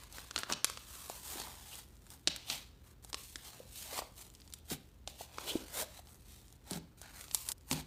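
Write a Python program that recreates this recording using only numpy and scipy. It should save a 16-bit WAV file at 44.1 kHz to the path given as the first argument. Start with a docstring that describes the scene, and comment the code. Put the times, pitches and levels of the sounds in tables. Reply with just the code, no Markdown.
"""A small quiet room with humming ventilation, where fingers close by scoop thick, airy slime out of a
paper cup, drop it on a table and poke it. Sticky friction squeaks and groans, low modes thud as the lump
is let go, and air drawn into opening cavities gulps. As the slime stretches, countless tiny air cells
burst in a random crackle; larger pockets pop, each a snap of torn film with a brief cavity resonance."""
import sys
import numpy as np
from scipy import signal
from scipy.fft import rfft, irfft, next_fast_len
from scipy.io import wavfile
from scipy.ndimage import uniform_filter1d

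SR = 44100
rng = np.random.default_rng(int(sys.argv[2]) if len(sys.argv) > 2 else 0)


def put_to_file(sound):
    """Save the sound as 16-bit audio at rate SR, in the file named by the first command-line argument."""
    columns = np.atleast_2d(sound).T  # one column per channel
    safe = np.clip(columns, -1, 1)
    whole_steps = np.round(safe * 32767)
    wavfile.write(sys.argv[1], SR, whole_steps.astype(np.int16))


N = 346626
TIME = np.arange(N) / SR
BREAK_S = 7.526   # here the reverberation and the settling crackle stop dead

# Swells of crackle (squeezes, pulls and the fading hiss after loud pops): t/s at full strength, rise/s,
# hold/s, fall/s, medium-cell level/dB, coarse and fine cells/dB re medium, f/Hz of the hand-cup hollow
CRACKLE_SWELLS = [(0.0, .05, 0.031, 0.16, -62, -1, -0.5, 1130),
                  (0.151, 0.064, 0.032, 0.24, -55.5, -4.5, 0.5, 880),
                  (0.384, 0.076, 0.016, 0.081, -52.5, -0.5, -1.5, 1350),
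                  (0.501, 0.039, 0.028, 0.023, -49.5, 4.5, -2.5, 1170),
                  (0.552, .03, 0.026, 0.16, -61.5, 3, -8, 1350),
                  (0.653, 0.022, 0.013, 0.44, -55.5, -13, -1, 1350),
                  (0.937, 0.2, 0.24, 0.081, -58.5, -2.5, 5.5, 1040),
                  (1.284, 0.16, 0.05, 0.15, -54, -4, 7, 890), (1.378, 0.15, 0.015, 0.35, -52, 0, 2.5, 796),
                  (1.734, 0.32, 0.061, 0.07, -57, -6, 3.5, 810),
                  (2.124, 0.11, 0.023, 0.044, -65, 0.5, 6, 890),
                  (2.285, 0.023, 0.013, 0.37, -53, -9.5, -10.5, 880),
                  (2.505, 0.053, .026, 0.11, -42.5, -10, -4, 780),
                  (2.868, 0.076, .045, 0.046, -72, 0.5, 4.5, 1810),
                  (3.097, 0.016, 0.0046, .012, -65.5, 2, 9.5, 950),
                  (3.183, .07, 0.078, 0.34, -61.5, -14, 6, 950),
                  (3.47, .13, 0.01, 0.1, -55.5, -6, 1.5, 710),
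                  (3.541, 0.089, 0.032, 0.23, -62.5, -1, 1, 503),
                  (3.772, 0.11, .05, 0.21, -54.5, -17, 5, 510),
                  (3.982, 0.18, 0.014, .025, -45.5, -1.5, 1.5, 783),
                  (4.026, 0.037, 0.0092, 0.1, -60.5, -7, -0.5, 780),
                  (4.189, 0.054, 0.033, 0.1, -60, -5, 5, 716), (4.715, 0.045, 0.02, 0.034, -47, -5, 3, 670),
                  (5.076, 0.0098, 0.017, 0.1, -60, -11, 0.5, 636),
                  (5.205, 0.079, 0.033, 0.049, -56, -7.5, 2, 587),
                  (5.4, 0.16, 0.15, 0.33, -55, -1.5, -2, 630),
                  (5.489, 0.073, 0.0087, 0.12, -46, -7, 0.5, 503),
                  (5.776, 0.089, 0.046, 0.033, -45.5, 0, 5.5, 556),
                  (5.975, 0.25, 0.021, 0.028, -60, -4.5, 0.5, 810),
                  (6.09, 0.078, 0.068, 0.045, -75, 3.5, 11.5, 1080),
                  (6.304, 0.13, 0.041, 0.24, -65, -8.5, 3, 900),
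                  (6.716, 0.07, 0.057, 0.022, -53.5, 0.5, 1.5, 650),
                  (7.03, 0.018, 0.037, 0.21, -61.5, 1.5, -4, 1570),
                  (7.182, .12, 0.022, 0.087, -59, -0.5, 4.5, 1570),
                  (7.338, 0.029, 0.034, 0.32, -57.5, -8.5, 9.5, 950),
                  (7.493, 0.043, 0.0042, 0.053, -54.5, 2.5, 10, 930),
                  (7.722, 0.041, 0.0059, 0.04, -48, 0, 8, 740),
                  (7.751, .03, 0.055, 0.022, -51.5, -2.5, -1.5, 704)]
# Fingertips pressing in: t/s, duration/s, relative snap level/dB
FINGER_PRESSES = [(1.83, 0.5, -65), (3.025, 0.077, -58.5), (4.121, .48, -62), (6.048, .52, -65),
                  (6.975, .06, -56), (7.206, .28, -52.5), (7.602, 0.033, -66)]


def from_db(db):
    """Amplitude ratio of a level in decibels."""
    return 10 ** (np.asarray(db) / 20)


def rms_one(x):
    """Normalisation to unit rms."""
    return x / np.sqrt(np.mean(x ** 2) + 1e-20)


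def steady(x, span_s):
    """Division by the running rms levels a sound but keeps its grain."""
    return x / np.sqrt(np.abs(uniform_filter1d(x * x, max(int(span_s * SR), 2))) + 1e-12)


def add(out, s, sound):
    """Superposition of a sound starting at time s."""
    start = max(int(s * SR), 0)
    out[start:start + len(sound)] += sound[:N - start]


def butter(x, hz, kind, order=2):
    """Causal, maximally flat low-, high- or band-pass."""
    sections = signal.butter(order, np.clip(hz, 10, .45 * SR), kind, fs=SR, output="sos")
    return signal.sosfilt(sections, x + 1e-18)


def resonance(hz, width_hz):
    """Filter coefficients of a damped resonator with unit peak gain."""
    r = np.exp(-np.pi * width_hz / SR)
    return np.array([1, 0, -1]) * (1 - r * r) / 2, [1, -2 * r * np.cos(2 * np.pi * hz / SR), r * r]


def colour(x, spectrum):
    """Spectral shaping by gains interpolated over log frequency."""
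    hz, db = np.transpose(spectrum)
    size = next_fast_len(len(x))
    bins = np.maximum(np.fft.rfftfreq(size, 1 / SR), 1)
    gain = from_db(np.interp(np.log(bins), np.log(hz), db))
    return irfft(rfft(x, size) * gain, size)[:len(x)]


def spray(t, energy_db, fall_s):
    """Exponentially decaying noise of a given total energy."""
    puff = rng.standard_normal(len(t)) * np.exp(-t / fall_s)
    return from_db(energy_db) * puff / np.linalg.norm(puff)


def ventilation(hum_db=-1, rumble_db=-60.5):
    """A motor's line spectrum lies over the continuous spectrum of moving air."""
    motor_tones = [(75.4, -66), (118.4, -68.5), (177.6, -85)]   # f/Hz, level/dB re hum_db
    air_spectrum = [(20, -47), (35, -11.5), (52, 5), (80, -2.5), (105, -10.5), (170, -10.5), (260, -13.5),
                    (400, -17.5), (700, -27), (1500, -32), (4000, -37), (9000, -47), (15500, -39)]   # f/Hz, relative spectral level/dB
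    hum = sum(from_db(db + hum_db) * np.sqrt(2) * np.sin(2 * np.pi * (hz * TIME + rng.random()))
              for hz, db in motor_tones)
    return hum + from_db(rumble_db) * rms_one(colour(rng.standard_normal(N), air_spectrum))


def reverberation(x, t60_s=0.33, wall_hz=5000, first_s=.024):
    """Diffuse wall reflections form a dull exponential tail, cut short at BREAK_S."""
    t = TIME[:SR // 2]
    tail = butter(rng.standard_normal(len(t)), wall_hz, "low") * from_db(-60 * t / t60_s) * (t > first_s)
    tail = tail / np.linalg.norm(tail)
    return sum(part * signal.fftconvolve(x * part, tail)[:N] for part in (TIME < BREAK_S, TIME >= BREAK_S))


def rubs():
    """Sticky friction on cup and table gives squeaks and groans of band-limited noise."""
    slides = [(0.535, -41.5, 3930, 1400, 0.0055), (1.37, -59.5, 256, 240, 0.073),
              (1.41, -51, 4300, 710, 0.021), (1.733, -54.5, 2900, 603, 0.014),
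              (2.537, -66.5, 317, 400, 0.054), (5.5, -40.5, 3180, 700, 0.016),
              (5.523, -51.5, 400, 227, 0.069)]   # t/s, level/dB, f/Hz, bandwidth/Hz, Gaussian half-width/s
    out = np.zeros(N)
    for s, db, hz, width_hz, sigma_s in slides:
        friction = butter(rng.standard_normal(N), [hz - width_hz / 2, hz + width_hz / 2], "band")
        swell = np.exp(-.5 * ((TIME - s) / sigma_s) ** 2)
        out += from_db(db) * steady(friction, span_s=0.099) * swell
    return out


def thuds(rise_s=0.00266):
    """Damped modes of slime and table give low, soft thuds as the fingers pull free or let it drop."""
    events = [(0.365, -49, 0.02, 160), (0.518, -48, 0.037, 150), (2.276, -35, 0.012, 155),
              (2.503, -50, 0.037, 147), (4.71, -36.5, 0.03, 150.6), (6.711, -37.5, 0.035, 176),
              (6.753, -39, 0.034, 169), (7.715, -34, 0.049, 153.4)]   # t/s, level/dB before the envelope, decay time/s, main mode f/Hz
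    modes = [(0.479, 0.21, -5.5), (1, 0.018, 6), (1.6, 0.39, 2), (2.25, 0.068, -8)]   # ratio to the main mode, relative bandwidth, relative level/dB
    out, t = np.zeros(N), TIME[:SR // 3]
    for s, db, fall_s, hz in events:
        force = rng.standard_normal(len(t))
        thud = np.zeros(len(t))
        for ratio, width, mode_db in modes:
            band_hz = hz * ratio * np.exp([-width / 2, width / 2])
            thud += from_db(mode_db) * steady(butter(force, band_hz, "band"), span_s=0.053)
        envelope = (1 - np.exp(-t / rise_s)) * np.exp(-t / fall_s)
        add(out, s - rise_s, from_db(db) * rms_one(thud) * envelope)
    return out


def gulps(glide_per_s=2.1, wobble=0.21, rise_share=0.28):
    """Cavity resonance: as suction lets go, air slips in with a brief, unsteady, rising note."""
    releases = [(.365, -39.5, 281, 1.1), (0.513, -37.5, 238, 1.14), (1.0995, -30, 547.8, 0.99),
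                (1.358, -40, 307, 1.1), (1.472, -42, 790, 3.4), (2.274, -37.5, 335.7, 1.9),
                (3.14, -46.5, 332, 1.2), (3.603, -40, 420, 2), (3.93, -42, 616, 5.6),
                (3.99, -28.5, 1099, 2), (4.021, -35.5, 792, 3.7), (4.718, -34, 267, 2.6),
                (5.21, -35, 598, 2.1), (5.384, -42, 439, 1.9), (5.5558, -21.5, 347.4, 1.7),
                (5.826, -39, 622.5, 8), (5.993, -46.5, 653, 3), (6.736, -44, 242, 3),
                (7.715, -30.5, 249, 1.36)]   # t/s, peak level/dB, f/Hz, decay time/cycles
    out, t = np.zeros(N), TIME[:SR // 8] - .025   # t = 0 at the peak
    for s, db, hz, cycles in releases:
        age = t * hz / cycles
        envelope = np.exp(-np.where(t < 0, (age / rise_share) ** 2, age))
        unrest = wobble * rms_one(butter(rng.standard_normal(len(t)), 273, "low"))
        phase = 2 * np.pi * np.cumsum(hz * (1 + glide_per_s * t + unrest)) / SR
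        add(out, s + t[0], from_db(db) * envelope * np.sin(phase))
    return out


def crackle_levels(swing_db=20, settle_db=-23, settle_db_per_s=62):
    """Incoherent powers add: rest, swells and presses set the coarse, medium and fine cells' dB."""
    rest_db = [-83, -85, -84.5]   # slime left alone: coarse, medium, fine level/dB
    press_db = [-18.5, -14, -9]   # under a fingertip: coarse, medium, fine level/dB re the press
    t = np.arange(0, TIME[-1] + .01, .001)
    power = from_db(rest_db)[:, None] ** 2 * np.ones(len(t))
    for s, rise_s, hold_s, fall_s, db, coarse_db, fine_db, _ in CRACKLE_SWELLS:
        early, late = np.maximum(s - t, 0), np.maximum(t - s - hold_s, 0)
        # after each swell the crackle lingers faintly
        release_db = np.maximum(-swing_db * late / fall_s, settle_db - settle_db_per_s * late)
        same_side = (t < BREAK_S) == (s < BREAK_S)
        envelope = from_db(db - swing_db * early / rise_s + release_db) * same_side
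        power += np.outer(from_db([coarse_db, 0, fine_db]), envelope) ** 2
    for s, length_s, db in FINGER_PRESSES:
        power += np.outer(from_db(db + np.array(press_db)), (t > s) & (t < s + length_s)) ** 2
    return [np.interp(TIME, t, 10 * np.log10(band)) for band in power]


def near_reflections(x, reflect=0.2, near_s=0.000597, far_s=.0022, sway=0.301):
    """Interference with reflections off the moving hand and cup makes a drifting comb filter."""
    out, knots = x, np.arange(0, TIME[-1] + .25, .25)
    for lag_s in np.geomspace(near_s, far_s, 3):
        lag = lag_s * np.exp(sway * np.interp(TIME, knots, rng.standard_normal(len(knots))))
        out = out + reflect * np.interp(TIME - lag, TIME, x)
    return out


def hollow(x, width_hz=320, block=256):
    """The cavity of hand and cup is a resonator whose pitch glides from swell to swell."""
    s, _, hold_s, *_, hollow_hz = np.transpose(CRACKLE_SWELLS)
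    hz = np.interp(TIME, s + hold_s / 2, hollow_hz)
    out, state = np.zeros(N), np.zeros(2)
    for i in range(0, N, block):
        out[i:i + block], state = signal.lfilter(*resonance(hz[i], width_hz), x[i:i + block], zi=state)
    return out


def ticks(levels, ticks_per_s=60, tick_db=20, spread_db=3):
    """Larger cells burst as sparse random impulses, each exciting one of six damped resonances."""
    _, medium_db, fine_db = levels
    scatter_db = spread_db * np.minimum(rng.exponential(1, N), 3)
    sizes = from_db((medium_db + fine_db) / 2 + tick_db + scatter_db)
    bursts = sizes * (rng.random(N) < ticks_per_s / SR)
    pitches = np.geomspace(3000, 11000, 6)
    pitch_index = rng.integers(0, len(pitches), N)
    return sum(signal.lfilter(*resonance(hz, 0.39 * hz), bursts * (pitch_index == k) + 1e-18)
               for k, hz in enumerate(pitches))


def crackle(levels, cells_per_s=5000, crowding=.55, spread_db=4, clump_db=1.5, wake_db=-4, hollow_db=3):
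    """Shot noise: air cells burst at random, at a rate that rises with the crackle's level."""
    cell_spectrum = [(150, 1), (350, -3), (900, 1), (1500, -2), (2100, -3.5), (3000, 2.5), (4100, 3.5),
                     (5200, -3), (6000, -2), (7200, 1.5), (8700, 4.5), (10400, -0.5), (12000, 2.5),
                     (15500, -2)]   # f/Hz, relative spectral level/dB
    medium_db = levels[1]
    rate = cells_per_s * from_db(crowding * (medium_db - np.median(medium_db)))
    sizes = from_db(spread_db * np.minimum(rng.exponential(1, N), 4)) * rng.choice([-1, 1], N)
    # the slime sticks and slips, so bursts come in clumps
    clumps = from_db(clump_db * rms_one(butter(rng.standard_normal(N), 90, "low")))
    bursts = clumps * sizes * (rng.random(N) < rate / SR)
    # every burst leaves a diffuse wake whose power decays over 130 samples
    wake_envelope = np.sqrt(signal.lfilter([1 / 130], [1, 1 / 130 - 1], bursts ** 2 + 1e-18))
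    wake = from_db(wake_db) * wake_envelope * rng.standard_normal(N)
    cells = near_reflections(colour(bursts + wake, cell_spectrum))
    coarse = butter(cells, [220, 1900], "band", order=3)
    coarse = coarse + from_db(hollow_db) * hollow(coarse)
    medium = butter(cells, [2000, 6000], "band", order=4)
    fine = butter(cells, 5500, "high", order=4)
    return sum(from_db(db) * steady(band, span_s=0.082) for band, db in zip((coarse, medium, fine), levels))


def pops(pockets, wake_db, wake_s, trim_db=-1, puff_db=-11):
    """Impulse response of a bursting pocket: the film snaps, the cavity rings, a dull puff escapes."""
    snap_modes = [(2900, 1870, 8.5), (4440, 240, -3), (7040, 410, -4.5), (8400, 670, -7)]   # resonances colouring each snap: f/Hz, bandwidth/Hz, gain/dB
    out, t = np.zeros(N), TIME[:SR // 25]
    impulse, attack = t == 0, t < .004
    for s, snap_db, snap_hz, ring_db, ring_hz in pockets:
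        click = impulse + spray(t, wake_db, wake_s)   # with quick reflections off hand, cup and table
        rip = click + spray(t, energy_db=0, fall_s=0.00074)
        film = resonance(snap_hz, width_hz=2 * snap_hz)
        snap = butter(signal.lfilter(*film, signal.lfilter(*film, rip)), 2.1 * snap_hz, "low")
        snap += sum(from_db(db) * signal.lfilter(*resonance(hz, width), snap)
                    for hz, width, db in snap_modes)
        push = click + impulse
        ring = sum(from_db(db) * signal.lfilter(*resonance(ratio * ring_hz, 0.32 * ring_hz), push)
                   for ratio, db in ((1, 0), (1.72, -9)))   # fundamental and overtone
        ring = butter(ring, 1.46 * ring_hz, "low")
        puff = butter(push, [230, 750], "band")
        for sound, db in ((snap, snap_db + trim_db), (ring, ring_db + trim_db), (puff, ring_db + puff_db)):
            add(out, s, from_db(db) * sound / np.std(sound[attack]))
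    return out


def bubbles(per_s=22, spread_db=4.5, snap_hz=7000, ring_hz=950, spread_octaves=0.55):
    """Fingertip pressure ruptures small bubbles one by one, scattered in time, level and pitch."""
    pockets = []
    for start_s, length_s, db in FINGER_PRESSES:
        scatter = np.clip(rng.standard_normal((40, 4)), -2, 2)
        waits_s = (np.arange(40) + rng.random(40)) / per_s
        for wait_s, (size, depth, film, cavity) in zip(waits_s, scatter):
            if wait_s < length_s:
                snap_db = db + spread_db * size
                ring_db = snap_db - 10.5 + spread_db * depth
                pockets.append((start_s + wait_s, snap_db, snap_hz * 2 ** (spread_octaves * film),
                                ring_db, ring_hz * 2 ** (spread_octaves * cavity)))
    return pops(pockets, wake_db=-9, wake_s=0.0031)


def air_pockets():
    """The stretched film over large pockets ruptures in pops that stand clear of the crackle."""
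    pockets = [(0.0358, -52, 8400, -58, 1350), (0.1256, -48, 7400, -66, 820),
               (0.184, -48.5, 4300, -43.5, 1400), (0.3105, -41, 4800, -44, 1420),
               (0.3614, -28, 4200, -34.5, 1270), (0.3787, -34, 4230, -37.5, 1530),
               (0.388, -36, 8000, -42, 1660), (0.4338, -36, 3940, -34.5, 1470),
               (0.5, -39, 3880, -35.5, 1450), (0.5139, -49, 3700, -37, 1140),
               (0.5237, -27.5, 4400, -37.5, 1440), (0.5348, -33.5, 4300, -57, 1270),
               (0.6448, -21, 5860, -32, 1380), (0.6988, -39, 6130, -41, 1200),
               (0.7737, -43, 3900, -44, 1150), (1.0986, -41.5, 6500, -45.5, 613),
               (1.4002, -42, 5030, -46.5, 790), (1.7547, -45, 7500, -58, 1100),
               (2.1039, -48, 8800, -74, 1510), (2.274, -20.5, 3900, -32.5, 1670),
               (2.2772, -32, 3900, -40, 637), (2.2805, -31.5, 3830, -47, 1600),
               (2.3619, -40, 7460, -49, 1520), (2.5003, -30.5, 4500, -43.5, 1330),
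               (2.5035, -36, 4150, -51.5, 900), (3.0475, -47.5, 7300, -56.5, 750),
               (3.13, -37.5, 4760, -45.5, 970), (3.1443, -33, 5030, -41, 1010),
               (3.3575, -38, 5000, -42, 1730), (3.9786, -47, 7400, -42.5, 1060),
               (3.9906, -42.5, 3560, -41, 686), (4.213, -49.5, 5600, -71, 950),
               (4.3507, -52, 5640, -75, 560), (4.4014, -58, 4950, -67, 1720),
               (4.4178, -54.5, 3800, -72, 1230), (4.477, -54.5, 5070, -67, 950),
               (4.5254, -50, 5170, -66, 1920), (4.5375, -39.5, 7000, -58, 1450),
               (4.7016, -42.5, 5300, -55.5, 1410), (5.0755, -37, 5100, -44, 737),
               (5.384, -42, 3730, -35.5, 1240), (6.0718, -57, 4380, -63, 795), (6.526, -55, 8400, -66, 807),
               (6.71, -36, 8000, -45.5, 654), (6.733, -38.5, 5420, -51.5, 706),
               (7.018, -51, 8030, -71, 518), (7.2103, -44, 8160, -50, 2000),
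               (7.2407, -49.5, 7560, -54, 1740), (7.3134, -49, 4970, -59, 1800),
               (7.347, -22.5, 8200, -43.5, 940), (7.4883, -30, 7400, -47.5, 1810),
               (7.5184, -32, 8800, -53, 1700), (7.5807, -60, 8000, -82, 750),
               (7.713, -28.5, 4970, -37.5, 970), (7.7297, -32.5, 6100, -45, 610)]   # t/s, snap level/dB, snap f/Hz, ring level/dB, ring f/Hz (levels before trim)
    return pops(pockets, wake_db=1, wake_s=0.004)


def scene(pop_wet_db=-17, slime_wet_db=-20):
    """Direct sound, reverberation and background superpose in one channel."""
    levels = crackle_levels()
    slime = crackle(levels) + ticks(levels) + gulps() + rubs() + thuds()
    snaps = air_pockets() + bubbles()
    walls = reverberation(from_db(pop_wet_db) * snaps + from_db(slime_wet_db) * slime)
    return (snaps + slime + walls + ventilation())[None]


def record(dry, cutoff_hz=15500):
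    """Band limiting: an elliptic low-pass cuts the top treble steeply."""
    return signal.sosfilt(signal.ellip(12, .1, 80, cutoff_hz, fs=SR, output="sos"), dry)


dry = scene()
out = record(dry)
put_to_file(out)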